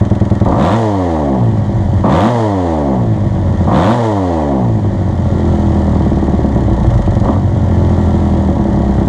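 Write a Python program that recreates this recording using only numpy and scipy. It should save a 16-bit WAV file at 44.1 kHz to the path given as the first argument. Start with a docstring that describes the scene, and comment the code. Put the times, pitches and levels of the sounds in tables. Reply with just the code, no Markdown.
"""A four-stroke single-cylinder dirt bike runs on a test stand in a small hard-walled room.
It idles, is blipped three times and coasts down, then runs unevenly, nearly stalls and picks up again.
One pressure pulse a cycle rings the exhaust resonances, with low throb and boom beneath; load adds blare.
Shaped noise makes the intake rasp and the chain and valve clatter; harmonics make the coasting note.
"""
import sys
import numpy as np
from scipy import signal
from scipy.fft import rfft, irfft, next_fast_len
from scipy.io import wavfile
from scipy.ndimage import uniform_filter1d

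SR = 44100
rng = np.random.default_rng(int(sys.argv[2]) if len(sys.argv) > 2 else 0)


def int16_out(signal):
    """Quantize to a 16-bit WAV file."""
    q = np.round(np.clip(np.atleast_2d(signal).T, -1, 1) * 32767)
    wavfile.write(sys.argv[1], SR, q.astype(np.int16))


N = 400428
TIME = np.arange(N) / SR


def from_db(db):
    """Decibels to gain."""
    return 10 ** (np.asarray(db) / 20)


def rms_one(x):
    """Scale to unit power."""
    return x / np.sqrt(np.mean(x ** 2) + 1e-20)


def evened(x):
    """Near-unit power, smoothed over about a tenth of a second; single pulses keep their shape."""
    power = uniform_filter1d(uniform_filter1d(x ** 2, SR // 10), SR // 20)
    return x / np.sqrt(np.abs(power) + 1e-12)


def ramp(x, start, end):
    """Rises from 0 at start to 1 at end."""
    return np.clip((x - start) / (end - start), 0, 1)


def cut(x, hz, kind, order=2):
    """Butterworth low- or high-pass."""
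    return signal.sosfilt(signal.butter(order, hz, kind, fs=SR, output="sos"), x)


def resonate(x, modes):
    """Parallel two-pole resonances with alternating signs."""
    out = np.zeros(N)
    for k, (hz, width, db) in enumerate(modes):
        radius = np.exp(-np.pi * width / SR)
        poles = [1, -2 * radius * np.cos(2 * np.pi * hz / SR), radius * radius]
        ringing = signal.lfilter([1, 0, -1], poles, x + 1e-18)
        out += (-1) ** k * from_db(db) * (1 - radius * radius) / 2 * ringing
    return out


def noise(spectrum):
    """Noise of a given colour, drawn over log frequency, at unit power."""
    hz, db = np.transpose(spectrum)
    size = next_fast_len(N)
    bins = rfft(rng.standard_normal(size))
    bin_hz = np.linspace(1, SR / 2, len(bins))
    gain = from_db(np.interp(np.log(bin_hz), np.log(hz), db))
    return rms_one(irfft(bins * gain, size)[:N])


# Speed the engine settles to with the throttle shut: (time [s], speed [cycles/s])
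IDLE_SPEED = [(.45, 20), (.8, 41.1), (4.6, 39.9), (5.4, 41.3), (6.4, 37.6), (6.8, 30.5), (6.98, 27),
              (7.14, 27), (7.23, 22), (7.38, 39.4), (8, 41.6), (8.39, 39.7), (8.57, 36), (8.95, 39),
              (9.08, 36)]
# Twists of the throttle: (opens [s], shuts [s], top speed before smoothing [cycles/s], load [0-1])
THROTTLE_TWISTS = [(0.451, .768, 119, 0.83), (2.033, 2.297, 126.4, 0.94), (3.668, 3.942, 126.5, 0.93),
                   (7.222, 7.372, 47.6, 0.5)]
# Drag slows the engine until it fires again at the catch speed and eases down to idle
DRAG_PER_S, CATCH_HZ, SETTLE_S, FLYWHEEL_S = 1.07, 61.8, 0.32, 0.06


def engine_speed():
    """Cycles per second: blips climb steadily, drag pulls back to idle, the flywheel smooths it all."""
    idle = np.interp(TIME, *np.transpose(IDLE_SPEED))
    rate = idle
    for opens, shuts, top, _ in THROTTLE_TWISTS:
        opening_speed = np.interp(opens, TIME, rate)
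        climb = np.interp(TIME, [opens, shuts], [opening_speed, top])
        catch = min(top, CATCH_HZ)
        caught = shuts + np.log(top / catch) / DRAG_PER_S
        coast = top * np.exp(-DRAG_PER_S * (TIME - shuts))
        settle = idle + (catch - idle) * np.exp(-np.maximum(TIME - caught, 0) / SETTLE_S)
        rate = np.select([TIME < opens, TIME < shuts, TIME < caught], [rate, climb, coast], settle)
    return uniform_filter1d(rate, int(FLYWHEEL_S * SR))


def engine_load(attack_s=0.018, release_s=0.061, lead_s=0.027):
    """Load 0-1: comes on fast, holds, and starts to die away just before the throttle shuts."""
    held = np.zeros(N)
    for opens, shuts, _, load in THROTTLE_TWISTS:
        attack = ramp(TIME, opens, opens + attack_s)
        release = 1 - ramp(TIME + lead_s, shuts, shuts + release_s)
        held += load * attack * release
    return np.clip(held, 0, 1)


# The engine's voice with the throttle shut: (speed [cycles/s], cycle order [dB], crank order [dB], pipe drone
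# [dB], exhaust bark [dB], clatter before the throttle lift [dB], roughness [0-1])
SHUT_VOICE = [(21.4, -51, -29, -14, -26.5, -42, 0.02), (27.8, -29, -13.5, -17.5, -24.5, -40, 1),
              (36.5, -29, -18, -13, -23.5, -42.5, 0.67), (42.3, -28.5, -13, -14, -25, -40, 0.42),
              (44.6, -30.5, -16, -18.5, -28, -43.5, 0.79), (54.83, -32.5, -14.5, -17, -28, -44.5, 0.46),
              (59.5, -28.5, -11, -14, -21.5, -44, 0.1), (66.6, -22.5, -43, -14.5, -19, -44, 0.14),
              (80.8, -19.5, -47, -23.5, -20.5, -39, 0.1), (97, -18, -17, -27.5, -21.5, -39.5, .08),
              (114, -15, -34, -24.5, -23, -34.5, 0.54)]
# Full load lifts the cycle order; the other levels and the fairly even combustion ignore speed
LOAD_CYCLE_LIFT_DB, LOAD_CRANK_DB, LOAD_DRONE_DB, LOAD_BARK_DB = 2, -17, -11.5, -14
LOAD_CLATTER_DB, LOAD_ROUGH = -40, 0.28


def voice(rate, load):
    """Levels and roughness follow the speed; load draws them to their full-throttle values."""
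    speeds, *columns = np.transpose(SHUT_VOICE)
    shut = [np.interp(rate, speeds, column) for column in columns]
    loaded = [shut[0] + LOAD_CYCLE_LIFT_DB, LOAD_CRANK_DB, LOAD_DRONE_DB,
              LOAD_BARK_DB, LOAD_CLATTER_DB, LOAD_ROUGH]
    return [a + load * (b - a) for a, b in zip(shut, loaded)]


# Firings that stand out as separate bangs: (time [s], pulse level [dB])
SINGLE_BANGS = [(.457, .5), (.494, -13), (.522, -6.5), (2.038, -4.5), (2.06, -7.5), (3.672, -12.5),
                (3.694, -20), (5.876, -9), (5.953, -7.5), (6.556, -8.5), (6.676, -7), (6.986, -9.5),
                (7.071, 1.5), (7.116, 0.5), (7.162, 4), (7.209, 2), (7.254, -1.5), (7.286, 1)]
# Spells of loping, evenly spaced bangs:
# (first [s], last [s], rough gap [s], pulse level [dB], every second bang weaker by [dB])
LOPING_SPELLS = [(.009, .410, .05, 4.5, 8), (6.003, 6.44, .0545, -6, 0.5), (8.589, 9.068, .06, -13.5, -1)]


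def all_bangs():
    """Times and pulse levels of the single bangs and of the loping spells, in order."""
    bangs = [tuple(bang) for bang in SINGLE_BANGS]
    for first, last, gap, db, weaker_db in LOPING_SPELLS:
        times = np.linspace(first, last, round((last - first) / gap) + 1)
        bangs += [(s, db - weaker_db * (k % 2)) for k, s in enumerate(times)]
    return np.transpose(sorted(bangs))


def engine_cycles(rate, bang_s):
    """Running count of four-stroke cycles, bent so that every bang falls on a whole cycle."""
    turns = np.cumsum(rate) / SR
    free = np.interp(bang_s, TIME, turns)
    steps = np.maximum(np.round(np.diff(free)), 1)
    whole = 1 + np.append(0, np.cumsum(steps))
    return turns + np.interp(TIME, bang_s, whole - free), whole.astype(int)


def firings(cycles, bang_cycles, bang_db, rough, plain_db=-14, scatter_db=3.5, jitter_s=0.00041):
    """One pressure pulse a cycle: all pulses, the bangs alone, and the strength held through each cycle."""
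    count = int(cycles[-1]) + 1
    at = np.interp(np.arange(count), cycles, TIME)
    uneven = np.interp(at, TIME, rough)
    chance = rng.standard_normal((count, 2))
    strength = from_db(plain_db + scatter_db * uneven * chance[:, 0])
    strength[bang_cycles] = from_db(bang_db)
    strength[0] = 0
    jittered = at + jitter_s * uneven * chance[:, 1]
    index = np.clip(jittered * SR, 0, N - 1).astype(int)
    pulses, bangs = np.zeros((2, N))
    pulses[index] = strength
    bangs[index[bang_cycles]] = strength[bang_cycles]
    return pulses, bangs, strength[np.clip(cycles.astype(int), 0, count - 1)]


def boom(bangs, rate, thud_db=52):
    """A bang sets the air in the whole exhaust swinging, most of all at slow idle."""
    slow_bangs = bangs / (1 + (rate / 33) ** 4)
    swing = resonate(slow_bangs, [(109.0, 21.7, thud_db), (68, 72, 41.7)])  # Hz, width Hz, dB
    return cut(swing, 220, "low")


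def throb(cycles, cycle_db, crank_db, rough, rumble_db=3.0):
    """The piston pumps air once a cycle and once a crank turn, over a rumble when it runs unevenly."""
    angle = 2 * np.pi * cycles
    orders = from_db(cycle_db) * np.sin(angle) + from_db(crank_db) * np.cos(2 * angle)
    rumble = noise([(15, -28.5), (45, -6.0), (75, -5), (115, 5.0), (160, -8.5), (400, -57), (1500, -92.0)])
    return np.sqrt(2) * orders + from_db(crank_db + rumble_db) * rough * rumble


# Echoes from the nearest walls: (delay [s], level [dB])
WALL_ECHOES = [(.0052, -14.5), (0.0135, -19)]


def room(x, wet_db, t60_s=0.34):
    """Hard walls return early echoes and a short diffuse tail."""
    t = TIME[:SR // 3]
    tail = rng.standard_normal(len(t)) * from_db(-60 * t / t60_s) * (t > 0.006)
    response = from_db(wet_db) * tail / np.linalg.norm(tail)
    response[0] = 1  # direct sound
    for delay, db in WALL_ECHOES:
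        response[int(delay * SR)] += from_db(db)
    return signal.fftconvolve(x, response)[:N]


# Exhaust pipe resonances: (frequency [Hz], width [Hz], relative level [dB])
PIPE_MODES = [(121, 27, -0.5), (195.9, 18.6, 7), (233.4, 22.6, -1.5), (267, 18.4, -0.5), (330, 33.7, -4),
              (403.6, 26, -9.5)]
# Bark resonances, the narrow ones standing waves of the hard-walled room: (frequency [Hz], width [Hz], relative
# level [dB])
BARK_MODES = [(375, 78, -15), (477, 29, 1.5), (551.6, 33.8, 4), (645, 42.3, 1), (703, 44, 0.5),
              (770.6, 38.5, 0), (878.4, 32.7, -1), (978, 18.7, -6.5), (1100, 17.3, -4.5),
              (1232, 15, -13), (1447, 81, -28), (1630, 160, -25.5), (1880, 230, -23)]


def exhaust(pulses, gas, drone_db, bark_db):
    """Pulses and the turbulent gas behind them ring the pipe and the standing waves of the room."""
    drone = resonate(pulses + 0.054 * gas, PIPE_MODES)
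    drone = cut(cut(drone, 130, "high"), 533, "low", order=4)
    bark = resonate(pulses + 0.03 * gas, BARK_MODES)
    bark = cut(cut(bark, 382, "high", order=4), 1500, "low")
    drone_in_room = from_db(drone_db) * evened(room(drone, wet_db=-3.5))
    bark_in_room = from_db(bark_db) * evened(room(bark, wet_db=-3.0))
    return drone_in_room + bark_in_room


# Colour of the valve train and chain: (frequency [Hz], relative level per Hz [dB])
CLATTER_COLOUR = [(1500, -0.5), (2300, -5), (2650, -10.5), (3150, 0.5), (4000, -5), (5400, -10.5),
                  (6800, -8), (8000, -15), (9300, -18), (10500, -30.5), (13000, -62.5)]
# Engine casing resonances: (frequency [Hz], width [Hz], relative level [dB])
CASING_MODES = [(560, 36.6, 12.5), (962, 186, 4), (1410, 247, -6.5), (1620, 110, -5.5), (1866, 145, -2),
                (2150, 150, -12.5)]
# Gear mesh tones: (multiple of the cycle rate, relative level [dB])
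GEAR_TONES = [(32, -4), (44, -10.5), (48, -15)]


def mechanics(cycles, rate, clatter_db, tick_db=13, tick_s=0.0036, lead_s=0.0079):
    """Chain and gears hiss and whine; the valves tick just ahead of each exhaust pulse."""
    since_tick = (cycles + lead_s * rate) % 1 / rate
    tick = from_db(tick_db) * np.exp(-since_tick / tick_s) / (1 + (rate / 32) ** 4)
    rattle = from_db(1.3 * rms_one(cut(rng.standard_normal(N), 150, "low")))  # random level flutter
    clatter = evened(noise(CLATTER_COLOUR) * (rattle + tick))
    casing = from_db(10.0) * rms_one(resonate(rng.standard_normal(N) * rattle, CASING_MODES))
    mesh = sum(from_db(db) * np.sin(2 * np.pi * k * cycles) for k, db in GEAR_TONES)
    whine = mesh / (1 + (rate / 65) ** 4)  # fades at speed
    return from_db(clatter_db) * (clatter + casing + whine * rattle)


# Steepened-pulse resonances: (frequency [Hz], width [Hz], relative level [dB])
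BLARE_MODES = [(300, 59, 1.5), (426, 210, -7), (917, 107, 0.5), (1180, 133, 0.5)]


def blare(pulses, load, blare_db=-18):
    """Steepened pulses make the silencer blare: extra resonances that fade in with load."""
    ringing = resonate(pulses, BLARE_MODES)
    ringing = cut(cut(ringing, 1230, "low", order=4), 240, "high")
    return from_db(blare_db) * load * evened(room(ringing, wet_db=-4.5))


# Colour of the open intake: (frequency [Hz], relative level per Hz [dB])
INTAKE_COLOUR = [(700, -15), (1300, 14.5), (1900, 8), (2600, -1.5), (3500, 5.5), (5000, -13), (8000, -13),
                 (11000, -46), (15000, -42)]


def intake(age, throttle, rasp_db=-26.5, gulp_s=0.002):
    """With the slide open, each cycle adds a sharp rasp of noise over a steady hiss."""
    gulp = np.exp(-age / gulp_s) + 0.26
    return from_db(rasp_db) * throttle * evened(noise(INTAKE_COLOUR) * gulp)


# Exhaust colour of the coasting note:
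# (frequency [Hz], level of a harmonic passing there before the soft-stroke fall [dB])
PUMPING_COLOUR = [(140, -42), (205, -31), (275, -15.5), (330, -22.5), (370, -31.5), (435, -19),
                  (520, -31.5), (590, -18), (720, -23), (950, -15), (1130, -24), (1400, -31.5),
                  (1900, -34.5)]
# The stroke is soft: each harmonic above the knee (multiple of the cycle rate) is weaker by so many dB
PUMP_KNEE, PUMP_FALL_DB = 4.1, 2.6


def pumping(cycles, rate, coasting, count=20, smear=0.297):
    """Unfired, the piston pushes a clean gliding note out of the pipe, each stroke smeared over the cycle."""
    hz, db = np.transpose(PUMPING_COLOUR)
    on, note = coasting > 0, np.zeros(N)
    for k in range(2, count):
        level_db = np.interp(k * rate[on], hz, db) - PUMP_FALL_DB * max(k - PUMP_KNEE, 0)
        lag = smear * k / count  # in cycles
        note[on] += from_db(level_db) * np.cos(2 * np.pi * k * (cycles[on] - lag))
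    return np.sqrt(2) * coasting * note


# Speeds where the rasp and the coasting note start and are full [cycles/s]
RASP_FROM_HZ, RASP_FULL_HZ = 57.4, 71.4
PUMP_FROM_HZ, PUMP_FULL_HZ = 54.4, 67.7


def scene():
    """All sources follow the crank; speed and load set the balance between them."""
    rate, load = engine_speed(), engine_load()
    cycle_db, crank_db, drone_db, bark_db, clatter_db, rough = voice(rate, load)
    rough = np.clip(rough, 0, 1)
    throttle = load * ramp(rate, RASP_FROM_HZ, RASP_FULL_HZ)
    coasting = (1 - load) * ramp(rate, PUMP_FROM_HZ, PUMP_FULL_HZ)

    bang_s, bang_db = all_bangs()
    cycles, bang_cycles = engine_cycles(rate, bang_s)
    age = cycles % 1 / rate  # seconds since the exhaust valve opened
    pulses, bangs, strength = firings(cycles, bang_cycles, bang_db, rough)
    puff = np.exp(-age / 0.0091) + 0.13
    gas = rng.standard_normal(N) * strength * rough * puff

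    low = boom(bangs, rate) + throb(cycles, cycle_db, crank_db, rough)
    pipe = exhaust(pulses, gas, drone_db, bark_db) + blare(pulses, load)
    pipe += pumping(cycles, rate, coasting)
    bright = mechanics(cycles, rate, clatter_db + 4 * throttle) + intake(age, throttle)
    return (low + pipe + room(bright, wet_db=-10.5))[None]


def record(dry, top=0.83, cutoff_hz=12000):
    """The highest peaks are rounded and the extreme treble is cut."""
    rounded = dry / (1 + (dry / top) ** 6) ** (1 / 6)
    return cut(rounded, cutoff_hz, "low", order=10)


dry = scene()
out = record(dry)
int16_out(out)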